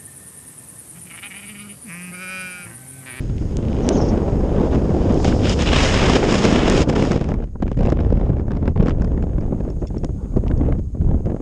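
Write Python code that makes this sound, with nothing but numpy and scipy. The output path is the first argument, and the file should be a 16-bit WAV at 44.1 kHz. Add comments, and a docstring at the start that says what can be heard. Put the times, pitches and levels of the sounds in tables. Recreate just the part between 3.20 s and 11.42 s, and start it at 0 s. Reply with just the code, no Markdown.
"""Ice grains tick over a low buffet; then strong wind on a snowy ridge swells across a small camera's
microphone port, with a churning roar and, at full gust, a tearing hiss. As it eases the flow breaks into eddies.
Wind is coloured noise under gust curves, eddies are noise bursts with a pressure push, grains are filtered clicks.
A small metal part tinkles as decaying modes, cloth rubs as patchy noise, farther wind whooshes softly
and the microphone hisses faintly."""
import sys
import numpy as np
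from scipy import signal
from scipy.fft import rfft, irfft, next_fast_len
from scipy.io import wavfile
from scipy.ndimage import uniform_filter1d, map_coordinates

SR = 44100
rng = np.random.default_rng(int(sys.argv[2]) if len(sys.argv) > 2 else 0)


def waveform_to_disk(signal):
    """Save audio, clipped to [-1, 1], as 16-bit WAV at the path in sys.argv[1]."""
    frames = np.transpose(np.atleast_2d(signal))
    scaled = np.clip(frames, -1, 1) * 32767
    samples = np.round(scaled).astype(np.int16)
    wavfile.write(sys.argv[1], SR, samples)


N = 362325

# Noise colours are relative: noise() brings each one to rms 1.
# deep buffet: (frequency [Hz], level per Hz [dB])
BUFFET_COLOUR = [(12, -44.5), (22, 0.5), (45, -0.5), (70, 0.5), (130, -10), (260, -21.5), (600, -69.5)]
# roar at full gust: (frequency [Hz], level per Hz [dB])
FAST_ROAR_COLOUR = [(50, -16), (120, -3), (220, -0.5), (470, -5), (800, -16.5), (1300, -29), (3000, -48),
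                    (8000, -90)]
# roar in slower flow: (frequency [Hz], level per Hz [dB])
SLOW_ROAR_COLOUR = [(50, -32), (120, -0.5), (220, -1.5), (470, -12.5), (800, -29), (1300, -50),
                    (3000, -56.5), (8000, -91.5)]
# tearing at full gust: (frequency [Hz], level per Hz [dB])
FAST_TEAR_COLOUR = [(500, 7), (1000, 2.5), (1600, 0), (2900, 0), (3600, -4.5), (4300, -12.5), (6000, -44.5)]
# tearing in slower flow, also the crackle of eddies: (frequency [Hz], level per Hz [dB])
CRACKLE_COLOUR = [(500, -11.5), (900, -1), (1500, -1.5), (2500, -11.5), (3800, -22), (6000, -38.5)]
# treble of the wind, the eddies and the farther hiss: (frequency [Hz], level per Hz [dB])
TREBLE_COLOUR = [(3000, -12), (4300, -5.5), (5100, 2), (6000, -5), (6600, -2.5), (8900, -17.5),
                 (10700, -33.5), (11400, -60.5), (14300, -85)]
# edge heard while the wind is rising: (frequency [Hz], level per Hz [dB])
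EDGE_COLOUR = [(1500, -32), (2300, -5), (3000, 1), (3800, -4.5), (4600, -21.5)]
BRIGHT_DB, DULLER_DB = -9, -6.5  # treble re tearing, and its change once the flow is broken
EDGE_DB = -5  # re tearing
ROAR_CALMS = 0.22  # broken flow tears the roar less than the finer scales
GUST_LUMPS_DB, LUMPS_DB = 0.5, 1.1  # the flow arrives in lumps; extra lumpiness once broken
POINTED = 0.1  # how far buffet crests sharpen in broken flow


def wind():
    """Turbulence at the port: quick spurts drive the roar and finer scales, while the buffet heaves slowly."""
    buffet_db, roar_db, tear_db, ragged_db, broken, rising = controls()
    spurt = unit(0.58 * wobble(30) + wobble(90) + 1.13 * wobble(260))
    spurt = 1.9 * np.tanh((spurt + 0.63 * (spurt ** 2 - 1)) / 2.43)  # spurts peak, lulls are shallow

    def flow(share):
        """The spurts as a gain; share sets their depth."""
        return steady(amp(share * ragged_db * spurt), 0.18)

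    sway_db = 0.29 * wobble(9)  # the flow also heaves a few times a second
    lumps_db = (GUST_LUMPS_DB + LUMPS_DB * broken) * wobble(22)

    heave = steady(noise(BUFFET_COLOUR), 0.081)
    crests = heave ** 2 - uniform_filter1d(heave ** 2, size=SR // 30)
    buffet_gain = amp(buffet_db + 0.6 * lumps_db + 0.14 * ragged_db * wobble(12) + 0.26 * sway_db)
    buffet = buffet_gain * unit(heave + POINTED * broken * crests)

    # faster flow sounds brighter
    roar_noise = blend((roar_db + 29.5) / 13, FAST_ROAR_COLOUR, SLOW_ROAR_COLOUR)
    roar_gain = amp(roar_db + 0.76 * lumps_db + 0.96 * sway_db)
    roar = roar_gain * flow(0.86 - ROAR_CALMS * broken) * roar_noise

    tear_noise = blend((tear_db + 62.0) / 18, FAST_TEAR_COLOUR, CRACKLE_COLOUR)
    tear = amp(tear_db + 0.52 * lumps_db + 0.86 * sway_db) * flow(0.92) * tear_noise

    treble_gain = amp(tear_db + 6.5 * sway_db + BRIGHT_DB + DULLER_DB * broken)
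    treble = treble_gain * flow(0.8) * noise(TREBLE_COLOUR)

    edge_gain = amp(tear_db + 1.0 * sway_db + EDGE_DB) * rising * (1 - broken)
    edge = edge_gain * flow(1.0) * noise(EDGE_COLOUR)
    return buffet + roar + tear + treble + edge


# wind at the port, before the lulls:
# (time [s], deep buffet level [dB], roar level [dB], tearing level [dB])
GUST_LEVELS = [(0, -22.5, -30.5, -50), (.33, -22.5, -26.5, -55.5), (.6, -21, -21, -48),
               (.72, -24.5, -15, -45.5), (.86, -17, -17.5, -46.5), (1.0, -23, -18.5, -47),
               (1.2, -19, -21, -51), (1.42, -20.5, -17.5, -48), (1.56, -17, -15, -41.5),
               (1.7, -19.5, -20.5, -48.5), (1.95, -18.5, -16.5, -46), (2.08, -18.5, -17.5, -33),
               (2.3, -18, -19, -27.5), (2.46, -19, -20, -25.5), (2.58, -17, -19.5, -20),
               (2.72, -18.5, -21.5, -22.5), (2.92, -19.5, -15, -22), (3.2, -26.5, -17.5, -25.5),
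               (3.55, -18, -14.5, -25), (3.9, -24, -17.5, -34), (4.15, -23.5, -25.5, -53),
               (4.45, -20, -26, -52), (4.64, -15.5, -19.5, -44), (4.73, -22, -19.5, -43.5),
               (4.8, -15, -23, -49), (5.2, -21, -26, -56.5), (5.635, -16, -23, -52),
               (5.685, -23, -20.5, -39), (5.74, -16, -25, -56), (6.4, -23, -27, -60), (7.0, -24, -31, -71),
               (7.4, -17, -23.5, -58), (7.55, -20, -25, -57), (7.8, -20.5, -29, -68),
               (7.93, -13.5, -26, -66), (8.22, -30.5, -27, -76)]
# the flow lets go for a moment; a positive change lifts that layer instead:
# (time [s], change of tearing [dB], change of roar [dB], half width [s])
FLOW_LULLS = [(0.204, 2, -8, 0.0072), (.31, 4.5, -2.5, 0.032), (1.499, -6, -6, 0.016),
              (1.605, -5.5, -4, 0.043), (2.01, -9, -3, 0.03), (2.172, -16, -2, 0.065),
              (2.365, -20, -1.5, 0.025), (2.448, -8, -2.5, 0.01), (2.506, -5, 4.5, 0.014),
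              (3.032, -6.5, -0.5, 0.055), (3.662, -24, -10.5, 0.024), (3.718, -12, -5.5, 0.015),
              (3.744, -15, -1, 0.0074), (3.998, -3.5, -10, 0.0089), (4.331, -17, -15, 0.076),
              (4.538, -12, -14, 0.038), (4.768, -5, -5, .03), (5.25, -15, -0.5, 0.029),
              (5.541, -22, -14, 0.015), (6.75, 8, -0.5, 0.077), (7.07, 1, -6.5, 0.057),
              (7.694, -16, -12.5, 0.095), (8.021, -5, -4, 0.019)]
BUFFET_FOLLOWS = 0.57  # share of the roar's change
RISING_DB_PER_S = 10  # the edge is full at this rate of rise in the tearing
FRAYS_S, FRAYED_DB = 3.62, 1.5  # the gust frays before it settles
SETTLES_S, BROKEN_DB = 4.1, 3  # from here on the flow stays broken, and more ragged
# tearing at full gust; raggedness there; once broken, its growth per dB of tearing below full
FULL_DB, RAGGED_DB, RAGGED_GROWS = -25, 3, 0.093


def controls():
    """Levels of buffet, roar and tearing with the lulls cut in, and how ragged, broken and rising the flow is."""
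    t = np.arange(N) / SR
    buffet_db, roar_db, tear_db = curves(GUST_LEVELS)
    rise_db_per_s = uniform_filter1d(np.gradient(tear_db) * SR, size=SR // 4)
    rising = np.clip(rise_db_per_s / RISING_DB_PER_S, 0, 1)
    broken = np.clip((t - SETTLES_S) / 0.11, 0, 1)
    below_full_db = np.maximum(FULL_DB - tear_db, 0)
    ragged_db = RAGGED_DB + RAGGED_GROWS * below_full_db * broken + BROKEN_DB * broken
    ragged_db = ragged_db + FRAYED_DB * (1 - broken) * (t > FRAYS_S)
    for s, tear_change_db, roar_change_db, width in FLOW_LULLS:
        near = slice(max(int((s - 2 * width) * SR), 0), int((s + 2 * width) * SR))
        dip = np.exp(-((t[near] - s) / width) ** 4)
        tear_db[near] += tear_change_db * dip
        roar_db[near] += roar_change_db * dip
        buffet_db[near] += BUFFET_FOLLOWS * roar_change_db * dip
    return buffet_db, roar_db, tear_db, ragged_db, broken, rising


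# the strongest single eddies bursting at the port; levels drive the burst envelopes:
# (time [s], crackle level [dB], thump level [dB], treble level [dB])
STRONG_EDDIES = [(.6658, -32, -6, -32), (.938, -38, -2, -54), (1.3834, -34, -3, -47),
                 (1.706, -25, -3.5, -47), (1.898, -21, -12, -42), (2.0452, -10.5, -30, -17.5),
                 (2.125, -13, -17, -43.5), (2.295, -24, -24, -13), (2.422, -25, -4.5, -16),
                 (2.897, -10, 1, -14), (3.029, -8, -14, -44), (3.04, -10, -21, -26),
                 (3.252, -3, 3.5, -12.5), (3.325, -7, -2, -37), (3.6738, -31, -2, -38),
                 (3.691, -16, 0, -40), (3.704, -17, -8, -42), (3.727, -16, -13, -31),
                 (3.7615, -10, -5, -32), (3.796, -18, -14, -40), (3.8513, -14, -17, -26),
                 (3.917, -10, -17, -19.5), (3.974, -30, -11, -46), (4.0125, -21, -7.5, -33),
                 (4.042, -23, -25, -32), (4.0886, -21, -4, -33.5), (4.1174, -20, -5.5, -42),
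                 (4.14, -22, -6.5, -38), (4.224, -29, -23, -56), (4.356, -51, -15, -71),
                 (4.4238, -18.5, -3, -36), (4.479, -24, -18, -48), (4.5154, -21.5, -6.5, -38),
                 (4.59, -25.5, -23, -40), (4.6084, -24, -3.5, -36), (4.6335, -28, -22, -37),
                 (4.66, -20, -27, -34), (4.7012, -21, -19, -29), (4.7216, -16, 1.5, -34),
                 (4.7895, -21, -6.5, -68), (4.82, -36, -11, -55), (4.833, -39, -19, -57),
                 (4.862, -34, -12, -47), (4.903, -28, -10, -45), (4.957, -31, -19, -53),
                 (4.972, -27, -16, -51), (4.996, -31, -14, -53), (5.012, -26, -5, -53),
                 (5.031, -35, -14, -55), (5.066, -36, -11, -54), (5.0997, -30, -7.5, -46),
                 (5.196, -31, -15, -54), (5.2807, -28, -10, -47), (5.307, -23, -12, -49),
                 (5.3174, -21.5, -10.5, -39), (5.334, -34, -18, -59), (5.3696, -25, -10, -42),
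                 (5.427, -33, -6.5, -60), (5.455, -31, -11, -55), (5.4777, -13, 0, -35.5),
                 (5.5604, -25, -8, -52), (5.575, -23, -19, -50), (5.607, -25, -24, -45),
                 (5.627, -24, -24, -38), (5.6602, -21, -3.5, -36), (5.669, -19, -21, -38),
                 (5.683, -12.5, -1, -30.5), (5.695, -17.5, -28, -33), (5.7065, -22, -23, -42),
                 (5.8198, -20, -9.5, -34), (5.8453, -26, -9, -35), (5.9763, -26, -8.5, -68),
                 (6.025, -24, -35, -40.5), (6.1821, -26.5, -8, -51), (6.209, -31, -10, -44),
                 (6.277, -40, -15, -65), (6.325, -36, -1.5, -70), (6.387, -44, -19, -62),
                 (6.402, -33, -11.5, -54), (6.4515, -40, -14, -66), (6.6242, -33, -7.5, -61),
                 (6.651, -38, -13.5, -60), (6.7036, -42, -15, -57), (6.744, -40, -13, -57),
                 (6.8346, -31, -8, -48), (6.8446, -24, -6, -32), (6.891, -41, -12, -62),
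                 (7.056, -44, -19, -65), (7.138, -49, -14, -66), (7.161, -38, -4, -58),
                 (7.1695, -28.5, -0.5, -40), (7.2644, -31, -6.5, -51), (7.3134, -20.5, -22, -52),
                 (7.4117, -27, -3.5, -56), (7.4505, -35, -15, -69), (7.5234, -19, -10.5, -49),
                 (7.749, -53, -13.5, -70), (7.8125, -34, -17.5, -59), (7.842, -45, -34, -63),
                 (7.888, -42, -13, -65), (7.9123, -33, -7, -54), (7.943, -33, -12, -58),
                 (8.058, -28, -10.5, -42), (8.071, -38, -14, -60), (8.101, -32, -34, -50),
                 (8.1177, -29, -8.5, -52), (8.1638, -33, -13, -59)]
# body of an eddy's thump: (frequency [Hz], level per Hz [dB])
THUMP_COLOUR = [(60, -23.5), (150, 2), (350, 6), (600, -1), (1000, -13), (1600, -28.5), (3000, -63)]
PUSH_DB, PUSH_S = -6.5, 0.0013  # an eddy's push re its thump; its half width


def eddies():
    """Each eddy is a short push and thump of pressure with a crackle and a spit of treble."""
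    s, crackle_db, thump_db, treble_db = np.r_[STRONG_EDDIES, small_eddies(count=14)].T
    thump = bursts(s - .003, thump_db, rise=0.0064, t60=0.03) * steady(noise(THUMP_COLOUR), 0.0087)
    crackle = bursts(s - .001, crackle_db, rise=0.0018, t60=0.014) * steady(noise(CRACKLE_COLOUR), 0.0033)
    spit = bursts(s - .001, treble_db, rise=0.0013, t60=0.013) * steady(noise(TREBLE_COLOUR), 0.0038)
    return thump + pushes(s + .003, thump_db + PUSH_DB) + crackle + spit


# small eddies: crackle re tearing, random spread of it, thump re roar, treble re crackle
SMALL_OVER_DB, SMALL_SCATTER_DB, SMALL_THUMP_DB, SMALL_TREBLE_DB = -1, -1, -1.5, -26


def small_eddies(count):
    """Weak eddies at random moments once the flow has broken up."""
    _, roar_db, tear_db, *_ = controls()
    when, size = rng.random(count), rng.standard_normal(count)
    s = SETTLES_S + when * (N / SR - SETTLES_S - .01)
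    k = (s * SR).astype(int)
    crackle_db = tear_db[k] + SMALL_OVER_DB + SMALL_SCATTER_DB * size
    thump_db = roar_db[k] + SMALL_THUMP_DB + SMALL_SCATTER_DB * size / 2
    return np.c_[s, crackle_db, thump_db, crackle_db + SMALL_TREBLE_DB]


def bursts(times, levels_db, rise, t60):
    """Envelopes that swell smoothly over the rise time and die away."""
    t = np.arange(SR // 5) / SR
    starts = np.bincount(np.round(times * SR).astype(int), amp(levels_db), N)[:N]
    envelope = amp(-60 * t / t60) * (1 - np.exp(-(t / rise) ** 2))
    return signal.fftconvolve(starts, envelope)[:N]


def pushes(times, levels_db):
    """One brief overpressure between two shallow troughs."""
    u = np.arange(-SR // 50, SR // 50 + 1) / SR / PUSH_S
    starts = np.bincount(np.round(times * SR).astype(int), amp(levels_db), N)[:N]
    return signal.fftconvolve(starts, (1 - u ** 2) * np.exp(-u ** 2 / 2), "same")


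# ice grains hitting the housing: (time [s], peak level [dB])
ICE_TICKS = [(.038, -42), (0.182, -30.5), (0.3697, -17.5), (0.426, -35), (.452, -34), (.484, -30.5),
             (0.53, -29), (.567, -32), (.606, -35), (0.6903, -3), (1.924, -27), (1.944, -26), (1.975, -31),
             (2.03, -26), (3.499, -5.5), (4.241, -41), (4.434, -39), (4.53, -39), (6.847, -22.5),
             (7.281, -29)]
# colour of a strong grain: (frequency [Hz], level [dB])
HOUSING_COLOUR = [(500, -33.5), (1500, -5), (3000, 1.5), (4300, -1), (6500, 5.5), (9500, -8.5),
                  (11500, -43), (15000, -62)]
# colour of a light grain: (frequency [Hz], level [dB])
LIGHT_GRAIN_COLOUR = [(900, -39), (2000, -1), (3000, 1), (4000, -11), (5500, -9), (8000, -34)]
LIGHT_DB = -28.7  # grains below this peak are light


def ticks():
    """Each grain is one tap, coloured by the housing; light grains sound duller."""
    strong, light = np.zeros((2, N))
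    for s, db in ICE_TICKS:
        blows = light if db < LIGHT_DB else strong
        blows[round(s * SR)] = amp(db)
    strong_taps = signal.fftconvolve(strong, tap(HOUSING_COLOUR))[:N]
    light_taps = signal.fftconvolve(light, tap(LIGHT_GRAIN_COLOUR))[:N]
    return strong_taps + light_taps


def tap(spectrum):
    """A minimum-phase click of peak 1: nothing sounds before the contact."""
    cepstrum = irfft(np.log(gain(spectrum, 1024)))
    cepstrum[1:512] *= 2  # fold the cepstrum onto positive times
    cepstrum[513:] = 0
    click = irfft(np.exp(rfft(cepstrum)))
    return click / np.abs(click).max()


# rings of the loose metal part: (time [s], level before a 6 dB trim [dB])
METAL_TINKLES = [(6.501, -39.5), (6.671, -33.5), (6.681, -42), (6.781, -40.5), (7.376, -42)]
# its modes: (frequency [Hz], mean level [dB], time to fall 60 dB [s])
METAL_MODES = [(2121, -13, .04), (2650, -6.5, 0.027), (3440, -9, 0.035), (4580, -10, 0.034),
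               (5400, 3, 0.019), (6450, -7, 0.028), (6970, -6, 0.022)]
TINKLE_SCATTER_DB = 3  # spread of each mode's strength from ring to ring


def tinkles():
    """A small loose metal part rings briefly, its modes at new strengths each time and shaken by its rattle."""
    out, t = np.zeros(N + SR), np.arange(SR // 10) / SR
    for s, db in METAL_TINKLES:
        ring = np.zeros(len(t))
        for hz, level_db, t60 in METAL_MODES:
            phase_drift = np.cumsum(rng.normal(0, .07, len(t)))  # radians, a random step each sample
            mode_db = level_db + rng.normal(0, TINKLE_SCATTER_DB)
            ring += amp(mode_db - 60 * t / t60) * np.sin(2 * np.pi * hz * t + phase_drift)
        start = round(s * SR)
        out[start:start + len(t)] += amp(db - 6.0) * ring * (1 - np.exp(-t / 0.00034))
    return out[:N]


# strokes of the cloth: (time [s], level [dB], hold [s], brightest at [Hz])
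CLOTH_RUBS = [(0.612, -47.5, 0.068, 5730), (0.713, -38, 0.048, 6570), (0.785, -44.5, 0.096, 5430),
              (6.59, -57, .012, 6700)]
# cloth noise: (frequency [Hz], level per Hz [dB])
CLOTH_COLOUR = [(1500, -49), (3200, -2), (4100, -5), (5450, 1), (6500, 3), (7400, -18), (9000, -42)]
RUB_ATTACK_S, RUB_RELEASE_S = 0.018, 0.025
RUB_PEAK_DB, RUB_WIDTH_HZ = 9.5, 350  # boost at each stroke's own pitch


def rustle():
    """Stiff cloth rubs near the camera: fluttering scrapes, each brightest at its own pitch."""
    out = np.zeros(N)
    for s, db, hold, hz in CLOTH_RUBS:
        corners = s + np.cumsum([0, RUB_ATTACK_S, hold, RUB_RELEASE_S])
        stroke, = curves(np.c_[corners, [0, 1, 1, 0]])
        f, _, z = signal.stft(noise(CLOTH_COLOUR), SR, nperseg=256)
        patches = uniform_filter1d(rng.standard_normal(z.shape), size=3, axis=0)  # over frequency
        patches = uniform_filter1d(patches, size=5, axis=1)  # over time
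        peak_db = RUB_PEAK_DB * np.exp(-((f[:, None] - hz) / RUB_WIDTH_HZ) ** 2)
        scrape = signal.istft(z * amp(peak_db + 4.8 * unit(patches)), nperseg=256)[1][:N]
        out = out + amp(db) * stroke * unit(amp(1.2 * wobble(70)) * scrape)
    return out


# smooth wind past the camera, untouched by the lulls at the port:
# (time [s], whoosh level [dB], high hiss level [dB])
RUSH_LEVELS = [(0, -72, -65.5), (1.7, -58, -58.5), (2.0, -55, -46), (2.3, -45, -43.5), (2.6, -49, -39),
               (3.4, -46, -60), (3.7, -44, -70), (4.2, -74, -79), (6.95, -70, -74), (6.99, -53.5, -75),
               (7.12, -59, -74), (7.2, -70, -78), (8.22, -69, -75.5)]
# soft whoosh: (frequency [Hz], level per Hz [dB])
WHOOSH_COLOUR = [(500, -18.5), (800, 4), (1150, -1.5), (1500, -5.5), (1750, -24), (2500, -45)]


def rush():
    """Even, farther wind: a soft whoosh and a high hiss, each wavering slightly."""
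    whoosh_db, high_db = curves(RUSH_LEVELS)
    whoosh = amp(whoosh_db + 1.6 * wobble(29)) * noise(WHOOSH_COLOUR)
    return whoosh + amp(high_db + 1.3 * wobble(39)) * noise(TREBLE_COLOUR)


def amp(db):
    """Decibels to linear gain."""
    return 10 ** (np.asarray(db) / 20)


def unit(x):
    """x scaled to rms 1."""
    return x / np.sqrt(np.mean(x ** 2) + 1e-20)


def curves(rows):
    """One value per sample for each column after the time."""
    s, *cols = np.transpose(rows)
    return [np.interp(np.arange(N) / SR, s, c) for c in cols]


def wobble(rate):
    """A smooth random curve, rate knots a second."""
    knots = rng.standard_normal(int(N * rate / SR) + 4)
    return map_coordinates(knots, [np.arange(N) * rate / SR])


def gain(spectrum, size):
    """Gain on an FFT grid from (frequency [Hz], level [dB]) points on a log axis."""
    f, db = np.transpose(spectrum)
    log_hz = np.log(np.fft.rfftfreq(size, 1 / SR) + 1)
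    return amp(np.interp(log_hz, np.log(f), db, -120, -120))


def noise(spectrum):
    """Coloured noise of rms 1."""
    m = next_fast_len(N)
    return unit(irfft(rfft(rng.standard_normal(m)) * gain(spectrum, m), m)[:N])


def steady(x, seconds):
    """x with its power held at 1 over the given time."""
    return x / np.sqrt(np.abs(uniform_filter1d(x ** 2, size=int(seconds * SR))) + 1e-9)


def blend(share, fast, slow):
    """Noise whose colour moves between two spectra."""
    share = np.clip(uniform_filter1d(share, size=SR // 10), 0, 1)
    return np.sqrt(share) * noise(fast) + np.sqrt(1 - share) * noise(slow)


def scene():
    """Wind, eddies, grains, metal, cloth and farther wind in one channel."""
    return (wind() + eddies() + ticks() + tinkles() + rustle() + rush())[None]


# the microphone's faint hiss wavers slowly: (time [s], level [dB])
HISS_LEVELS = [(0, -59.5), (1.7, -60.5), (2, -62), (2.5, -59), (4.2, -71), (5.5, -71.5), (6.5, -64.5),
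               (7.2, -63), (7.6, -67), (8.22, -65)]
# hiss, peaking at the port resonance: (frequency [Hz], level per Hz [dB])
HISS_COLOUR = [(600, -29), (2000, -12.5), (4700, -17.5), (5900, -21.5), (6500, 0), (7200, -11), (8800, -12),
               (11000, -23.5), (14300, -30), (15800, -41)]
TOP_HZ, ROLL_OFF_HZ = 15800, 11600  # nothing sounds above the first; all but the hiss rolls off at the second


def record(dry):
    """Peaks are rounded, the top rolls off, faint hiss is added and nothing sounds above TOP_HZ."""
    hiss_db, = curves(HISS_LEVELS)
    x = dry / (1 + np.abs(dry / .97) ** 4) ** (1 / 4)
    m = next_fast_len(N + SR // 2)
    hz = np.fft.rfftfreq(m, 1 / SR)
    x = irfft(rfft(x, m) / (1 + (hz / ROLL_OFF_HZ) ** 24), m)[..., :N]
    x = x + amp(hiss_db) * noise(HISS_COLOUR)
    from_ends = np.minimum(np.arange(N), np.arange(N)[::-1])
    x = x * np.clip(from_ends / (.004 * SR), 0, 1)  # soft start and end
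    return irfft(rfft(x, m) * (hz < TOP_HZ), m)[..., :N]


dry = scene()
out = record(dry)
waveform_to_disk(out)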